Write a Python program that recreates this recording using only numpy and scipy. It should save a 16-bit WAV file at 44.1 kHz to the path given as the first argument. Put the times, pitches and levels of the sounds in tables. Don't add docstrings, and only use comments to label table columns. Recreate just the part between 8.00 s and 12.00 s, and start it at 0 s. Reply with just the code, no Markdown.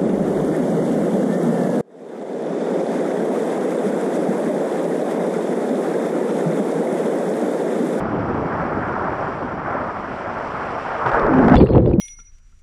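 import sys
import numpy as np
from scipy import signal
from scipy.fft import rfft, irfft
from scipy.io import wavfile

SR = 44100
rng = np.random.default_rng(int(sys.argv[2]) if len(sys.argv) > 2 else 0)


def transcribe(signal):
    frames = np.atleast_2d(signal).T
    limited = np.clip(frames, -1, 1)
    pcm = np.round(limited * 32767).astype(np.int16)
    wavfile.write(sys.argv[1], SR, pcm)


def voltage_ratio(level):
    return 10 ** (np.asarray(level, float) / 20)


N = 176400
T = np.arange(N) / SR
HZ = np.maximum(np.fft.rfftfreq(N, 1 / SR), 1)
FALL = 3 * SR
DIVE_S, CLOSE_S = 3.548, 0.011
SUNK_S = 3.59

# [t/s, level/dB]
WIND = [
    (0.0, -22.5),
    (0.17, -22.5),
    (0.21, -22.5),
    (2.58, -33.5),
    (3.01, -34.5),
    (3.04, -30.5),
    (3.25, -24),
    (3.36, -17),
    (3.5, -18),
]
# [f/Hz, level/dB per Hz]
WIND_COLOUR = [(18, -13.5), (35, -26.5), (70, -7.5), (150, -3.5), (300, -2), (500, -7), (900, -13),
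               (2000, -58)]
# [f/Hz, level/dB per Hz]
SHUDDER_COLOUR = [(15, -10), (35, -3.5), (70, -8.5), (120, -25.5)]
# [t/s, level/dB]
MIST = [
    (0.0, -104),
    (0.2, -99),
    (0.4, -93),
    (0.6, -97),
    (0.85, -104),
    (0.93, -94),
    (1.1, -91),
    (1.35, -93),
    (1.45, -110),
]
# [t/s, peak level/dB]
OVERLOAD_TICKS = [(3.5605, -61), (3.567, -60.5), (3.581, -67), (3.5865, -55), (3.5975, -58.5), (3.608, -61),
                  (3.642, -68)]
# [t/s, level/dB, spray share level/dB]
WAKE = [(0.0, -22.5, -20), (0.02, -29, -20), (0.09, -28, -20.5), (0.7, -26, -22), (0.88, -24, -23.5),
        (1.27, -24.5, -22), (1.33, -27.5, -19), (1.61, -27.5, -22.5), (1.76, -23, -25.5),
        (2.0, -28.5, -18.5), (2.77, -26.5, -17), (2.78, -26.5, -16), (3.04, -23, -20.5)]
# [t/s, level/dB, spray share level/dB]
PLUNGE = [
    (3.055, -22.5, -22),
    (3.065, -14, -26.5),
    (3.098, -18.5, -18),
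    (3.108, -20, -26),
    (3.14, -16.5, -24),
    (3.291, -20.5, -28.5),
    (3.345, -19.5, -25),
    (3.5, -19, -27),
    (3.536, -14, -27),
]
# [f/Hz, level/dB per Hz]
WAKE_COLOUR = [(100, -23), (300, -8.5), (650, 1), (1350, -1), (1750, -9.5), (2300, -20.5), (3000, -45.5),
               (3800, -61.5)]
# [f/Hz, level/dB per Hz]
SPRAY_COLOUR = [(1500, -7.5), (2200, 1.5), (3200, -7.5), (3800, -16), (5700, -13.5), (7400, -24),
                (9300, -30.5), (11500, -58.5)]
# [t/s, peak level/dB, f/Hz]
SMACKS = [(0.053, -8, 571), (0.35, -13, 670), (0.44, -15, 622), (0.677, -18, 417), (0.966, -15, 773),
          (1.131, -13, 1200), (1.22, -9, 751), (1.686, -10, 616), (1.751, -5, 514), (2.377, -15, 746),
          (3.007, -18, 622)]
# [t/s, level/dB]
FROTH = [
    (3.55, -35),
    (3.565, -34.5),
    (3.61, -35.5),
    (3.65, -42.5),
    (3.69, -36.5),
    (3.71, -43.5),
    (3.75, -44),
    (3.8, -54),
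    (3.9, -49),
    (4.0, -66),
]
# [f/Hz, level/dB per Hz]
FROTH_COLOUR = [(600, -6), (1000, 5), (1800, -11.5), (2600, -14.5), (3400, -18), (4400, -18), (5200, -29),
                (6000, -51)]
# [t/s, f/Hz, peak level/dB, time to fall 60 dB t/s]
BUBBLES = [(3.564, 1570, -35, .03), (3.565, 3470, -26, 0.04), (3.566, 4120, -25.5, 0.03),
           (3.567, 2800, -29, 0.035), (3.574, 3440, -38, .12), (3.578, 4520, -37.5, 0.14),
           (3.604, 3480, -41.5, .08), (3.572, 4926, -46, 0.13), (3.605, 4250, -43.5, 0.16),
           (3.61, 2376, -27, 0.035), (3.63, 3870, -42, 0.077), (3.66, 1890, -33, 0.029),
           (3.668, 2752, -31.5, 0.027), (3.679, 4200, -49, 0.27), (3.705, 4200, -48.5, 0.17),
           (3.693, 3200, -44, 0.017), (3.711, 3150, -48, .02), (3.699, 4780, -54, 0.065),
           (3.686, 2200, -35.5, 0.022), (3.678, 4770, -55.5, 0.046), (3.726, 2500, -39, 0.017),
           (3.737, 2750, -38, 0.02), (3.752, 4180, -51, 0.06), (3.816, 4000, -64, 0.037),
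           (3.853, 3970, -52, .03), (3.862, 2700, -48, .02), (3.879, 4830, -55, .04),
           (3.859, 3490, -34, 0.021), (3.895, 3900, -51, 0.054), (3.9, 4700, -57, 0.056),
           (3.9, 8060, -64, 0.061), (3.912, 2900, -53, .03), (3.934, 2480, -29, 0.014),
           (3.935, 4240, -58, 0.057)]
# [t/s, level/dB]
GURGLE = [
    (3.45, -15),
    (3.464, -9),
    (3.634, -3.5),
    (3.66, -16.5),
    (3.766, -10.5),
    (3.862, -19),
    (3.876, -11),
    (3.972, -20),
    (4.0, -14),
]
# [f/Hz, level/dB per Hz]
GURGLE_COLOUR = [(18, -27), (50, -3), (120, -1.5), (250, -6), (520, -6.5), (640, -23.5), (1300, -40.5),
                 (2600, -64)]
# [t/s, f/Hz, level/dB, clear tone share level/dB]
POCKET = [
    (3.05, 524, -56, -15),
    (3.15, 480, -24, 7),
    (3.27, 422.7, -18.5, -16.5),
    (3.335, 258.6, -16.5, 8.5),
    (3.41, 257.8, -10, 15),
    (3.44, 260.4, -12.5, -22),
    (3.54, 230.6, -10, -11),
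    (3.6, 246, -15.5, 0),
    (3.65, 242.7, -67.5, -1),
]
# [t/s, peak level/dB, brightness level/dB]
SLAPS = [(3.061, -22, -4), (3.0765, -27, -13), (3.088, -23, -8), (3.116, -17.5, -5), (3.135, -23, -9),
         (3.195, -13, -10), (3.265, -18, -11), (3.3376, -21, -10), (3.384, -27, 2), (3.442, -26, -4),
         (3.4814, -8, -9.5), (3.496, -10.5, -10), (3.517, -11, -22), (3.523, -11, -25), (3.532, -22, -16),
         (3.542, -9, -11), (3.5548, -12, -4), (3.564, -21.5, 3), (3.5804, -24, -21), (3.5861, -25.5, -13),
         (3.598, -26, -7), (3.6012, -17, -10), (3.606, -20, -9), (3.627, -24, -10), (3.669, -27, -4),
         (3.686, -24.5, -12), (3.718, -25, -16), (3.726, -26.5, -8), (3.733, -24, -7), (3.7484, -13, -14),
         (3.7555, -14.5, -15.5), (3.7788, -11, -14), (3.7917, -26, -15.5), (3.8, -22.5, -18.5),
         (3.843, -33.5, -14), (3.8588, -25, -7), (3.875, -34, -5), (3.896, -33, -14), (3.912, -24.5, -14),
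         (3.919, -35, -12), (3.958, -42, -8)]
# [f/Hz, level/dB per Hz]
SLAP_COLOUR = [(200, -37), (700, 20), (1500, -3.5), (2500, -20), (4000, -35), (6000, -48.5)]
# [f/Hz, level/dB per Hz]
CRACK_COLOUR = [(700, -5), (1800, 4), (3200, -6), (4800, -15), (6400, -15.5), (8600, -32), (10500, -40),
                (16000, -66.5)]
# [t/s, f/Hz, peak level/dB, time to fall 60 dB t/s]
THUMPS = [(3.06, 122, -18, 0.13), (3.13, 44.7, -16, 0.11), (3.225, 30, -16.5, 0.23),
          (3.555, 58, -0.5, 0.14), (3.59, 120, -11.5, 0.45), (3.61, 362, -10, .2), (3.582, 520, -9, .06),
          (3.695, 204, -11, 0.048), (3.745, 440, -14.5, 0.235), (3.82, 118.8, -8, 0.3),
          (3.875, 127.3, -5.5, 0.22), (3.78, 300, -7.5, .08), (3.862, 590, -19, 0.071),
          (3.908, 670, -19.5, 0.068), (3.9, 352, -16, 0.13), (3.938, 323, -7, 0.11),
          (3.935, 118, -7.5, 0.14), (3.98, 189.7, -8.5, 0.43)]


def rms_one(x):
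    return x / np.sqrt(np.mean(x ** 2) + 1e-20)


def in_time(rows):
    s, *columns = np.transpose(rows)
    return [np.interp(T, s, column) for column in columns]


def colour(points):
    hz, db = np.transpose(points)
    return voltage_ratio(np.interp(np.log(HZ), np.log(hz), db))


def drift(rate_hz):
    r = np.exp(-80 * np.pi * rate_hz / SR)
    chance = rng.standard_normal(N // 40 + 2002)
    slow = signal.lfilter([1], [1, -2 * r, r * r], chance)[2000:]
    return np.interp(np.arange(N) / 40, np.arange(len(slow)), rms_one(slow))


def filtered(x, order, hz, kind="low"):
    return signal.sosfilt(signal.butter(order, hz, kind, fs=SR, output="sos"), x)


def ring(clicks, hz, t60):
    r, w = voltage_ratio(-60 / (t60 * SR)), 2 * np.pi * hz / SR
    return signal.lfilter([0, np.sin(w)], [1, -2 * r * np.cos(w), r * r], clicks + 1e-18)


def rush(points, together_db, own_db, rate, grain_db):
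    grains = rng.standard_normal(N) * voltage_ratio(grain_db * drift(250))
    shaped = rfft(grains) * colour(points)
    together = together_db * drift(rate)
    lowest, highest = np.log2(points[0][0]), np.log2(points[-1][0])
    out = 0
    for centre in np.arange(lowest, highest + 0.5, 0.5):
        band = np.clip(1 - 2 * abs(np.log2(HZ) - centre), 0, 1)
        out = out + irfft(shaped * band, N) * voltage_ratio(together + own_db * drift(rate * 2))
    return rms_one(out)


def tones(rows, rise, attack_cycles, rough, rough_hz):
    out = np.zeros(N)
    flutter = 1 + rough * (drift(rough_hz) + 1j * drift(rough_hz))
    for k, (s, hz, db, t60) in enumerate(rows):
        age = np.maximum(T[FALL:] - s, 0)
        swell = 1 - np.exp(-age * hz / attack_cycles)
        turn = np.exp(2j * np.pi * hz * age * (1 + rise * np.minimum(age / t60, 1)))
        own_flutter = np.roll(flutter, 3001 * k)[FALL:]
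        out[FALL:] += voltage_ratio(db - 60 * age / t60) * swell * np.imag(turn * own_flutter)
    return out


def wind():
    gusts = rush(WIND_COLOUR, together_db=1.32, own_db=0.24, rate=19.0, grain_db=0.5)
    shudder = rush(SHUDDER_COLOUR, together_db=0.8, own_db=0.8, rate=3.0, grain_db=0.1)
    level_db, = in_time(WIND)
    port_open = np.clip((DIVE_S - T) / CLOSE_S, 0, 1)
    return (voltage_ratio(level_db) * gusts + voltage_ratio(-51) * shudder) * port_open


def mist():
    hiss = filtered(rng.standard_normal(N), 6, (11900, 14300), "band")
    return voltage_ratio(in_time(MIST)[0]) * rms_one(hiss)


def overload_ticks():
    clicks = np.zeros(N)
    for s, db in OVERLOAD_TICKS:
        clicks[int(s * SR)] = voltage_ratio(db + 19.0)
    return filtered(clicks + 1e-18, 2, 6000, "high")


def wake():
    level_db, spray_db = in_time(list(WAKE) + list(PLUNGE))
    churn = rush(WAKE_COLOUR, together_db=-0.76, own_db=1.58, rate=6.1, grain_db=1.5)
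    spray = rush(SPRAY_COLOUR, together_db=0.3, own_db=-0.86, rate=6.0, grain_db=1.0)
    port_open = 1 / (1 + np.exp(np.clip((T - DIVE_S) / CLOSE_S * 4, -50, 50)))
    return voltage_ratio(level_db) * (churn + voltage_ratio(spray_db) * spray) * port_open


def smacks():
    out = np.zeros(N)
    for s, db, hz in SMACKS:
        start = int(s * SR)
        cycles = T[:2000] * hz
        fade = voltage_ratio(db - 0.5 - 60 * cycles / 8.2)
        swell = np.sin(np.pi / 2 * np.minimum(cycles, 1)) ** 2
        tone = np.sin(2 * np.pi * cycles * (1 + 0.04 * cycles))
        out[start:start + len(cycles)] += fade * swell * tone
    return out


def froth():
    crackle = rush(FROTH_COLOUR, together_db=2.0, own_db=3.0, rate=30.0, grain_db=7.0)
    return voltage_ratio(in_time(FROTH)[0]) * (T > FROTH[0][0]) * crackle


def fizz():
    rate = 160 * voltage_ratio(5 * drift(14))
    strength = voltage_ratio(4 * np.minimum(rng.exponential(1, N), 4))
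    born = (rng.random(N) < rate / SR) * strength * (T > DIVE_S)
    dealt = rng.integers(0, 16, N)
    rings = 0
    for k, hz in enumerate(np.geomspace(700, 3600, num=16)):
        rings = rings + ring(born * (dealt == k), hz, 13.0 / hz)
    fade_db = 30 * np.maximum(T - DIVE_S, 0)
    return voltage_ratio(-44 - fade_db) * filtered(rings, 2, 2800)


def sizzle():
    bursts = rng.standard_normal(N) * voltage_ratio(5.0 * drift(60))
    hiss = filtered(bursts, 2, (7350, 10040), "band")
    age = np.maximum(T - 3.565, 0)
    return voltage_ratio(-56 - 60 * age / 0.4) * np.minimum(age / 0.002, 1) * rms_one(hiss)


def bubbles():
    return tones(BUBBLES, rise=0.0014, attack_cycles=3.6, rough=0.52, rough_hz=60.4)


def gurgle():
    rumble = rush(GURGLE_COLOUR, together_db=2.2, own_db=2.0, rate=33.0, grain_db=1.5)
    fade_in = np.clip((T - 3.4) / 0.37, 0, 1)
    return voltage_ratio(in_time(GURGLE)[0]) * rumble * fade_in


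def pocket():
    hz, level_db, clear_db = in_time(POCKET)
    turn = np.exp(2j * np.pi * np.cumsum(hz) / SR)
    core_hz, broad_hz = 9.1, 78
    core = 1.0 + 0.21 * drift(core_hz) + 0.3j * drift(core_hz)
    broad = drift(broad_hz) + 1j * drift(broad_hz)
    share = voltage_ratio(clear_db) / np.sqrt(1 + voltage_ratio(clear_db) ** 2)
    mixed = 1.35 * share * core + np.sqrt(1 - share ** 2) * broad
    alive = (T > POCKET[0][0]) * (T < POCKET[-1][0])
    return voltage_ratio(level_db) * np.real(turn * mixed) * alive


def slaps():
    dull = irfft(rfft(rng.standard_normal(N)) * colour(SLAP_COLOUR), N)[FALL:]
    bright = irfft(rfft(rng.standard_normal(N)) * colour(CRACK_COLOUR), N)[FALL:]
    muffled = filtered(bright, 8, 3900)
    out = np.zeros(N)
    for s, db, bright_db in SLAPS:
        sunk = s > SUNK_S
        slap_s, crack_s = 0.0059 * (0.6 if sunk else 1), 0.0034
        crack = muffled if sunk else bright
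        for noise, length, level_db in ((dull, slap_s, db + 0.5), (crack, crack_s, db + bright_db)):
            age = np.maximum(T[FALL:] - s, 0) / length * 4
            burst = age ** 2 * np.exp(-age) * noise
            out[FALL:] += voltage_ratio(level_db) * burst / np.max(abs(burst))
    return out


def thumps():
    return -tones(THUMPS, rise=0.13, attack_cycles=0.34, rough=0.24, rough_hz=19)


def scene():
    above = wind() + wake() + smacks()
    under = froth() + fizz() + sizzle() + bubbles() + gurgle()
    fall = pocket() + slaps() + thumps()
    return (above + under + fall)[None]


def top_cut(x):
    return signal.sosfilt(signal.butter(12, 15700, fs=SR, output="sos"), x)


def record(dry):
    dip_hz, dip_width_hz, dip_db = 6410, 1120, -11.5
    peak = signal.lfilter(*signal.iirpeak(dip_hz, dip_hz / dip_width_hz, fs=SR), dry)
    dipped = dry - (1 - voltage_ratio(dip_db)) * peak
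    faded_in = dipped * np.minimum(T / 0.004, 1)
    heard = filtered(faded_in, 6, 11300) + mist() + overload_ticks()
    limit = 0.94
    mix = limit * heard / (1 + abs(heard / limit) ** 12) ** (1 / 12)
    return top_cut(mix)


dry = scene()
out = record(dry)
transcribe(out)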